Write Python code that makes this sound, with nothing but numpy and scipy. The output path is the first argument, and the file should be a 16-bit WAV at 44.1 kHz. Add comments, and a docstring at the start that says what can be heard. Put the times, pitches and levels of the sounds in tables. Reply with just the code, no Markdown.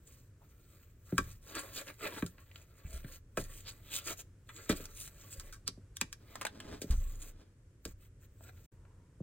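"""A kitten rolls about on a carpet mat in a big cardboard box, heard from just above.
Its fur brushes the mat, its paws scrape and knock the cardboard and make it ring,
and its claws catch and snap free. Rubbing sounds are made of many tiny slips.
Soft thumps shake the floor, something clacks and shuffles outside the box, and the quiet room hums."""
import sys
import numpy as np
from scipy import signal
from scipy.fft import rfft, irfft
from scipy.io import wavfile
from scipy.ndimage import uniform_filter1d, map_coordinates

SR = 44100
rng = np.random.default_rng(int(sys.argv[2]) if len(sys.argv) > 2 else 0)


def dump_mix(stems):
    """Bounce the given channels to the path in sys.argv[1] as a 16-bit WAV at rate SR."""
    frames = np.atleast_2d(stems).T  # one column per channel
    limited = np.clip(frames, -1, 1)  # hard clip at full scale
    pcm = np.round(limited * 32767).astype(np.int16)
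    wavfile.write(sys.argv[1], SR, pcm)


N = 406643
TIME = np.arange(N) / SR
HIT = TIME[:SR // 2]  # half a second, the clock for one short sound


def amp(db):
    """Turn decibels into a factor to multiply by."""
    return 10 ** (np.asarray(db) / 20)


def unit(x):
    """Scale a sound to an average (rms) strength of 1."""
    return x / np.sqrt(np.mean(x ** 2))


def energy(x, db, span_s=0.013):
    """Give a short sound the energy of a level held for span_s."""
    return x * amp(db) * np.sqrt(span_s * SR / np.sum(x ** 2))


def add(track, s, sound):
    """Mix a sound into the track, starting at s seconds."""
    start = int(s * SR)
    track[start:start + len(sound)] += sound[:max(N - start, 0)]


def fade(seconds):
    """A curve that dies away by 60 dB in the given time."""
    return np.exp(-np.log(1000) * HIT / max(seconds, 1e-3))


def swell(s, length):
    """Speed of a stroke around time s: it gathers pace, holds and stops short."""
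    along = 2 * (TIME - s) / length
    steepness = np.where(along < 0, 1, along ** 2)
    return np.exp(-np.minimum(along ** 2 * steepness, 50))


def walk(rate):
    """A random curve that drifts about 1 either way and turns about `rate` times a second."""
    step = int(SR / rate)
    return 1.8 * uniform_filter1d(np.repeat(rng.standard_normal(N // step + 1), step), step)[:N]


def grains(share, spread_db, size):
    """Tiny slips of uneven strength, on a given share of all samples."""
    direction, strength = rng.standard_normal((2, size))
    return (rng.random(size) < share) * np.sign(direction) * amp(spread_db * np.clip(strength, -2, 2))


def cut(x, order, hz, kind):
    """Keep the lows, the highs or a band; a higher order cuts more steeply."""
    return signal.sosfilt(signal.butter(order, hz, kind, fs=SR, output="sos"), x)


def colour(x, points, size=8192):
    """Shape the tone of a sound along a curve of (Hz, dB) points."""
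    hz, db = np.transpose(points)
    log_hz = np.log(np.fft.rfftfreq(size, 1 / SR) + 1)
    log_gain = np.log(amp(np.interp(log_hz, np.log(hz), db)))
    # build the filter so that nothing sounds before its cause
    cepstrum = irfft(log_gain)[:size // 2]
    cepstrum[1:] *= 2
    response = irfft(np.exp(rfft(cepstrum, size)))
    return signal.fftconvolve(x, response)[:len(x)]


def ring(x, modes, scatter_db=0):
    """Make an object ring at its own notes (modes); a wider note dies sooner."""
    shares = amp(scatter_db * rng.standard_normal(len(modes)))  # vary with the spot touched
    response = sum(share * amp(db) * width * np.exp(-np.pi * width * HIT) * np.sin(2 * np.pi * hz * HIT)
                   for share, (hz, width, db) in zip(shares, modes))
    return signal.fftconvolve(x, response * 2 * np.pi / SR)[:len(x)]


def room_hum(level_db=-51, waver_db=0.9):
    """The house rumbles alike on both sides, under a faint hiss that differs left and right."""
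    # Each row: frequency in Hz, relative level in dB.
    room_tone = [(20, -12.5), (40, 0.5), (70, -3), (96, 4), (125, -4.5), (200, -16), (320, -18), (520, -23),
                 (760, -37.5), (1500, -33.5), (4000, -46.5), (8000, -41.5), (16000, -59.5)]
    rumble, hiss = (unit(colour(rng.standard_normal(N), room_tone)) for _ in range(2))
    hiss = cut(hiss, 1, 2000, "highpass")
    return amp(level_db) * (rumble * amp(waver_db * walk(1.8)) + np.array([hiss, -hiss]))


def wriggling(rise_s=0.04, settle_s=0.04, twitch_db=2.3, twitches_per_s=26):
    """How hard the body rubs mat and wall: each bout sets in, twitches and dies away."""
    # Each row: start and end in seconds, relative level on the mat and on the wall in dB.
    bouts = [(0.083, 0.177, -68, -66.5), (0.453, 0.874, -73, -69.5), (1.091, 1.312, -61, -61),
             (1.49, 1.733, -59.5, -54), (1.8, 2, -69, -66.5), (2.01, 2.274, -58.5, -61),
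             (2.32, 2.703, -74.5, -66.5), (2.787, 3.138, -74, -62), (3.452, 3.61, -64, -62),
             (3.697, 4.155, -65, -61), (4.558, 5.087, -65, -59.5), (5.181, 5.487, -65.5, -61.5),
             (6.282, 6.414, -71, -62.5), (6.834, 7.12, -60.5, -61), (8.405, 8.646, -72.5, -71.5)]
    effort = np.zeros((2, N))
    for start, end, mat_db, wall_db in bouts:
        rest = np.maximum((start - TIME) / rise_s, (TIME - end) / settle_s)
        moving = np.exp(-np.clip(rest, 0, 20))
        effort = np.maximum(effort, np.outer(amp([mat_db, wall_db]), moving))
    return effort * amp(twitch_db * walk(twitches_per_s))


def swiping(effort):
    """Add quick paw swipes to the wriggling, giving the rubbing speed on mat and cardboard."""
    # Each row: middle and length in seconds, relative level on the mat and on the cardboard in dB.
    swipes = [(1.577, 0.061, -50, -36), (1.766, 0.069, -42.5, -50), (1.802, 0.047, -49.5, -39.5),
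              (1.891, 0.039, -57, -36.5), (2.057, 0.081, -47, -36), (2.142, 0.12, -56.5, -40.5),
              (2.949, 0.15, -58.5, -57), (3.125, 0.11, -55.5, -56.5), (3.402, 0.044, -49, -46),
              (3.572, 0.081, -54.5, -63), (3.69, 0.028, -49.5, -63), (3.959, 0.071, -34, -54),
              (4.099, 0.074, -39.5, -40.5), (4.197, 0.044, -48.5, -57), (4.717, 0.026, -42, -35),
              (4.771, 0.031, -46, -53.5), (4.818, 0.095, -52.5, -52), (5.022, 0.13, -48.5, -80),
              (5.329, 0.041, -49.5, -61), (7.252, 0.11, -56.5, -57), (7.887, 0.075, -64.5, -64),
              (8.039, 0.075, -69.5, -66), (8.24, 0.05, -69, -66.5), (8.484, 0.04, -65, -54.5)]
    power = effort ** 2
    for s, length, mat_db, card_db in swipes:
        power += np.outer(amp([mat_db, card_db]), swell(s, length)) ** 2
    return np.sqrt(power)


def roaming(x, patchy_db, spots_per_s=14):
    """A paw moves from spot to spot, so each narrow band of pitch swells and sinks on its own."""
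    hz, s, cells = signal.stft(x, SR, nperseg=512)
    spots = rng.standard_normal((64, 512))
    place = np.meshgrid(6 * np.log2(1 + hz / 200), s * spots_per_s, indexing="ij")
    gain = amp(patchy_db * map_coordinates(spots, place, order=1, mode="mirror"))
    return signal.istft(cells * gain, SR)[1][:N]


def brushing(speed, mat_db=6.5, fur_db=-12.5, flutter_db=2):
    """Countless carpet fibres flick past, and fine hairs whisper along with them."""
    # Each row, in both tables: frequency in Hz, relative level in dB.
    mat_tone = [(100, -18.5), (400, -12.5), (800, -24), (1500, -13.5), (3500, -2.5), (5300, -4), (6700, 6),
                (8500, 1.5), (10500, 0), (14000, -12.5), (16000, -23.5)]
    fur_tone = [(5000, -36.5), (11000, -16), (13300, 2.5), (16000, 0), (17000, -30)]
    hiss = colour(grains(.05, 5, N), mat_tone) * amp(flutter_db * walk(60))
    mat = unit(roaming(hiss, patchy_db=3.4)) * speed * amp(mat_db)
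    touch = speed ** .75  # hairs sound at the lightest touch and grow less with force
    fur = unit(colour(rng.standard_normal(N), fur_tone)) * touch * amp(fur_db)
    return mat + fur


def wander(x, depth=0.06, rate=9):
    """The pitch drifts up and down as a paw moves along the wall."""
    position = np.arange(N) + np.cumsum(depth * walk(rate))
    return map_coordinates(x, [position], order=1, mode="mirror")


def cardboard(x, scatter_db=0, stretch=1):
    """A small touch rings the cardboard with little bass; stretch scales its pitch."""
    # Each row: pitch in Hz, width in Hz, relative level in dB.
    high_modes = [(940, 70, -11), (1165, 55, 2), (1340, 70, 2), (1625, 75, 2), (1795, 80, -2),
                  (1960, 150, -4), (2350, 130, -6), (2530, 110, -8), (2890, 200, -11), (3400, 400, -11.5),
                  (3950, 500, -16)]
    modes = [(hz * stretch, width, db) for hz, width, db in high_modes]
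    return cut(ring(x, modes, scatter_db), 4, 1080, "highpass")


def dragging(speed, rub_db=-4, ring_db=-8, hollow_db=-2, judder_db=2):
    """Paw pads stick and slip: a dry rub, the ring of the cardboard and the hollow box."""
    # Each row: frequency in Hz, relative level in dB.
    rub_tone = [(100, -9.5), (330, 10.5), (570, 6.5), (740, -1), (1000, -12), (1300, 2), (2200, -3),
                (3000, -15.5), (4200, -3.5), (8000, -29), (16000, -52.5)]
    # The hollow notes of the box. Each row: pitch in Hz, width in Hz, relative level in dB.
    box_modes = [(400, 180, -3), (574, 60, 3), (865, 110, -9), (1170, 60, 2), (1980, 250, -5)]
    slips = grains(.05, 4.5, N) * amp(judder_db * walk(90))
    hollow = amp(hollow_db) * unit(cut(wander(ring(slips, box_modes)), 2, 300, "highpass"))
    rub = amp(rub_db) * unit(colour(slips, rub_tone))
    ringing = amp(ring_db) * unit(cardboard(slips))
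    return roaming(rub + ringing + hollow, patchy_db=4) * speed


def snagging(speed, hz, db, octaves=0.5, cycles=14, spread_db=4, count=3500):
    """Single fibres snag on a claw and flick free, each with its own pitch and strength."""
    out = np.zeros(N)
    starts = rng.uniform(0, TIME[-1], count)
    chances = np.clip(rng.standard_normal((count, 2)), -2, 2)
    for s, (pitch, size) in zip(starts, chances):
        turns = hz * 2 ** (octaves * pitch) * HIT[:512]
        decay = np.exp(-np.log(1000) * turns / cycles)
        add(out, s, amp(spread_db * size) * np.sin(2 * np.pi * turns) * decay)
    return unit(out) * speed * amp(db)


def zipping():
    """A claw runs over the threads of the mat with a pitched rasp."""
    # Each row: middle and length in seconds, relative level in dB, pitch and width in Hz.
    zips = [(0.427, 0.03, -58.5, 920, 200), (1.777, 0.03, -35.5, 4280, 1500),
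            (3.683, 0.049, -40, 4400, 1415), (3.954, 0.15, -46.5, 3460, 800),
            (4.709, 0.032, -32.5, 3800, 1200), (5.327, 0.035, -44, 8050, 400),
            (5.682, 0.023, -37, 4650, 600), (8.923, 0.37, -68, 990, 160)]
    out = np.zeros(N)
    for s, length, db, hz, width in zips:
        rasp = unit(ring(grains(0.032, 1.9, len(HIT)), [(hz, width, 0)]))
        speed = np.exp(-(2 * (HIT - HIT.mean()) / length) ** 2)
        add(out, s - HIT.mean(), rasp * speed * amp(db))
    return out


def blows(rows, modes, boost_db, chatter, chatter_s):
    """Padded pushes ring a surface, each with a faint chatter as the body settles."""
    out = np.zeros(N)
    for s, db, hz in rows:
        force = chatter * unit(grains(.05, 3.0, len(HIT))) * fade(chatter_s)
        force[0] += 1  # the push itself
        padded = cut(force, 1, [hz / 1.4, hz * 1.35], "bandpass")
        blow = ring(padded, modes)
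        add(out, s, blow * amp(db + boost_db) / np.abs(blow).max())
    return out


def bending(x, lag_s, at_hz=100, lead_hz=4000):
    """High waves cross cardboard faster, so a blow sinks in pitch; at_hz takes about lag_s."""
    hz = np.fft.rfftfreq(2 * N, 1 / SR)
    turns = lag_s * np.sqrt(at_hz) * (2 * np.sqrt(hz) - hz / np.sqrt(lead_hz))
    return irfft(rfft(x, 2 * N) * np.exp(-2j * np.pi * turns))[:N]


def knocking(follow_s=0.0215, follow_db=-14, follow_pitch=0.6, pad_hz=900):
    """Soft blows run through the wall; the body follows each one, later, softer and lower."""
    # Each row: start in seconds, relative level in dB, middle frequency of the push in Hz.
    knocks = [(1.1225, -22.5, 180), (1.184, -26, 297), (2.223, -22.5, 212), (3.04, -34.5, 143),
              (3.372, -22.5, 607), (3.386, -33.5, 149), (4.693, -16.5, 348), (4.726, -31.5, 300),
              (4.799, -37.5, 277), (5.681, -41, 260), (5.773, -44, 200), (6.013, -35, 232),
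              (6.815, -32.5, 404), (6.838, -32, 228), (7.854, -34, 380), (9.202, -31, 150)]
    # The notes of the bending wall. Each row: pitch in Hz, width in Hz, relative level in dB.
    wall_modes = [(122, 26, -4), (183, 30, -1), (290, 30, -4), (320, 380, 0), (400, 80, -7), (560, 60, -2)]
    follows = [(s + follow_s, db + follow_db, hz * follow_pitch) for s, db, hz in knocks]
    wall = blows(knocks + follows, wall_modes, boost_db=7.5, chatter=0.039, chatter_s=0.11)
    return bending(cut(wall, 2, pad_hz, "lowpass"), lag_s=0.012)


def ticking(boost_db=2, fade_s=0.018, breadth=0.3, upper_db=-8):
    """A claw tip taps and skips on a small patch of cardboard that barely rings."""
    # Each row: start in seconds, relative level in dB, pitch of the spot in Hz.
    ticks = [(1.1235, -51, 1270), (2.382, -56.5, 1930), (2.514, -56.5, 2500), (2.558, -48.5, 3050),
             (2.93, -52.5, 7500), (4.564, -60, 3400), (4.855, -43, 7000), (5.077, -47.5, 7500),
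             (8.408, -53.5, 450), (8.852, -63, 1310)]
    out = np.zeros(N)
    for s, db, hz in ticks:
        slips = grains(.25, 4, len(HIT)) * fade(fade_s)
        slips[0] += 2  # the first tap
        modes = [(hz, hz * breadth, 0), (hz * 1.3, hz * breadth, upper_db)]
        add(out, s, energy(ring(slips, modes), db + boost_db))
    return out


def clawing(ring_boost_db=5, snap_boost_db=3.5, lead_in_db=-25, lead_in_s=0.032):
    """A faint hiss swells just before each claw snaps, then a short run of smaller slips follows."""
    # Each row: time in seconds, relative level of the ring and of the snap in dB, fade in seconds.
    claws = [(1.1804, -24, -26.5, 0.027), (1.551, -45, -38.5, 0.1), (2.224, -39.5, -47.5, 0.0094),
             (2.2633, -58, -44, 0.024), (3.046, -54.5, -68, 0.009), (3.372, -34, -35.5, 0.06),
             (4.073, -45, -37, 0.051), (4.49, -47, -52.5, 0.064), (4.564, -60.5, -50, 0.056),
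             (4.6932, -31.5, -30, 0.11), (5.397, -53.5, -42.5, 0.064), (5.526, -52, -45, 0.12),
             (5.678, -49, -30, 0.014), (5.9693, -58, -39.5, 0.0071), (6.013, -31, -26, 0.017),
             (6.128, -51.5, -40, 0.021), (6.817, -55.5, -38.5, 0.064), (6.907, -50, -40.5, 0.12),
             (7.8526, -49.5, -39, 0.032)]
    # Each row: frequency in Hz, relative level in dB.
    snap_tone = [(300, -30.5), (1000, -10), (2200, 1), (4500, 9), (7500, 8), (10500, 2), (14500, -2)]
    out = np.zeros(N)
    for s, ring_db, snap_db, fade_s in claws:
        loudness = np.concatenate([amp(lead_in_db) * fade(lead_in_s)[::-1], fade(fade_s)])
        slips = grains(0.28, 8.0, len(loudness)) * loudness
        slips[len(HIT)] += 1.4  # the snap itself
        ringing = cardboard(slips, scatter_db=1.8, stretch=1 + .015 * rng.standard_normal())
        snap = energy(colour(slips, snap_tone), snap_db + snap_boost_db)
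        add(out, s - len(HIT) / SR, energy(ringing, ring_db + ring_boost_db) + snap)
    return bending(out, lag_s=0.004)


def thumping():
    """Weight lands and shakes the floor under the box."""
    # Each row: start in seconds, relative level in dB, middle frequency of the push in Hz.
    landings = [(1.184, -31.5, 112.3), (2.85, -35, 85), (2.94, -34, 61), (3.385, -40, 35.6),
                (4.699, -38.5, 55), (5.38, -40, 42.6), (6.902, -20, 48.7), (7.855, -41, 50.3)]
    # The deep notes of the floor. Each row: pitch in Hz, width in Hz, relative level in dB.
    floor_modes = [(27.23, 2.7, 12), (53, 7, -10.5), (66, 17, -1.5), (104.6, 4.8, -8), (160, 38, -13)]
    return blows(landings, floor_modes, boost_db=7, chatter=0.012, chatter_s=0.67)


def shuffling(level_db=-1, scuff_db=2):
    """Something slides outside the box in dull, uneven strokes; the last, at 7.29 s, is the kitten's body
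    rolling over."""
    # Each row: middle and length in seconds, relative level in dB.
    shuffles = [(6.446, 0.4, -50.5), (6.705, 0.16, -42), (6.91, 0.068, -41), (7.291, 0.37, -54)]
    # Each row: frequency in Hz, relative level in dB.
    shuffle_tone = [(60, 5), (150, 2), (300, 6.5), (550, -3.5), (950, -8.5), (1400, -10), (2200, -15.5),
                    (5000, -15), (12000, -30)]
    speed = sum(amp(db) * swell(s, length) for s, length, db in shuffles)
    rub = unit(colour(grains(.05, 4.3, N), shuffle_tone))
    return rub * speed * amp(level_db + scuff_db * walk(35))


def clacking(level_db=-10, fade_s=0.027, breadth=0.34, upper_db=-5):
    """Something hard clacks outside the box: a brief rattle rings two notes and a bright crack."""
    # Each row: start in seconds, relative level in dB, lower and upper note in Hz.
    clacks = [(6.355, -27.5, 1250, 1720), (6.412, -24, 1210, 2640), (6.418, -26.5, 1160, 1710),
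              (6.428, -34.5, 1120, 1700), (6.451, -18, 900, 2270), (6.467, -22.5, 1670, 3550),
              (6.602, -30.5, 920, 3000)]
    # The crack all clacks share. Each row: pitch in Hz, width in Hz, relative level in dB.
    crack_modes = [(4000, 5100, -14.5), (7290, 3300, -12.5), (14000, 1620, -35)]
    out = np.zeros(N)
    for s, db, low_hz, high_hz in clacks:
        rattle = grains(.4, 2.9, len(HIT)) * fade(fade_s)
        notes = [(low_hz, low_hz * breadth, 0), (high_hz, high_hz * breadth, upper_db)]
        clack = cut(ring(rattle, notes + crack_modes), 2, low_hz / 2, "highpass")
        add(out, s, energy(clack, db + level_db))
    return out


def reverb(x, db, fade_s, dull_hz):
    """Many echoes blur into a tail whose bass is alike left and right."""
    common, apart = rng.standard_normal((2, len(HIT)))
    apart = cut(apart, 2, 350, "highpass")
    onset = 1 - np.exp(-HIT / 0.0005)
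    tails = np.array([common + apart, common - apart]) * fade(fade_s) * onset
    tails = cut(tails, 1, dull_hz, "lowpass")
    return amp(db) * np.array([signal.fftconvolve(x, tail / np.linalg.norm(tail))[:N] for tail in tails])


def stereo(x):
    """Sound reaches the two openings of the microphone out of step."""
    # Each row: frequency in Hz, lead of the left side over the right in radians.
    leads = [(0, 0), (560, .15), (760, 1.7), (1100, .35), (2400, .4), (3900, 1.2), (5300, 3.1),
             (14200, 12.2)]
    lead = np.interp(np.fft.rfftfreq(2 * N, 1 / SR), *np.transpose(leads))
    return irfft(rfft(x, 2 * N) * np.exp(.5j * np.array([lead, -lead])))[:, :N]


def scene():
    """The kitten in its box, the noises beside it and the room around both."""
    on_mat, on_card = swiping(wriggling())
    thumps = thumping()
    snags = snagging(on_mat, hz=4000, db=-6) + snagging(on_card, hz=2200, db=-5)
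    scratches = brushing(on_mat) + dragging(on_card) + snags + zipping() + clawing() + ticking()
    kitten = scratches + knocking()
    outside = shuffling() + clacking()
    box_echo = reverb(scratches, db=-10, fade_s=0.067, dull_hz=4670)
    room_echo = reverb(kitten, db=-22.5, fade_s=0.27, dull_hz=8000)
    room_echo += reverb(outside, db=-10, fade_s=0.1, dull_hz=3770)
    return stereo(kitten + thumps + outside) + box_echo + room_echo + room_hum()


def record(dry):
    """Turn the sound down, let it drop out briefly and return a bit quieter, and cut the very top."""
    gain_db, top_hz = -7.5, 16300
    gap_start_s, gap_end_s, ramp_s = 8.66, 8.72, 0.008
    gap_db, after_db = -52, -0.5
    corners = [gap_start_s, gap_start_s + ramp_s, gap_end_s - ramp_s, gap_end_s]
    gap = amp(np.interp(TIME, corners, [0, gap_db, gap_db, after_db]))
    top_cut = signal.ellip(8, .2, 70, top_hz, fs=SR, output="sos")
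    return signal.sosfilt(top_cut, dry * amp(gain_db) * gap)


dry = scene()
out = record(dry)
dump_mix(out)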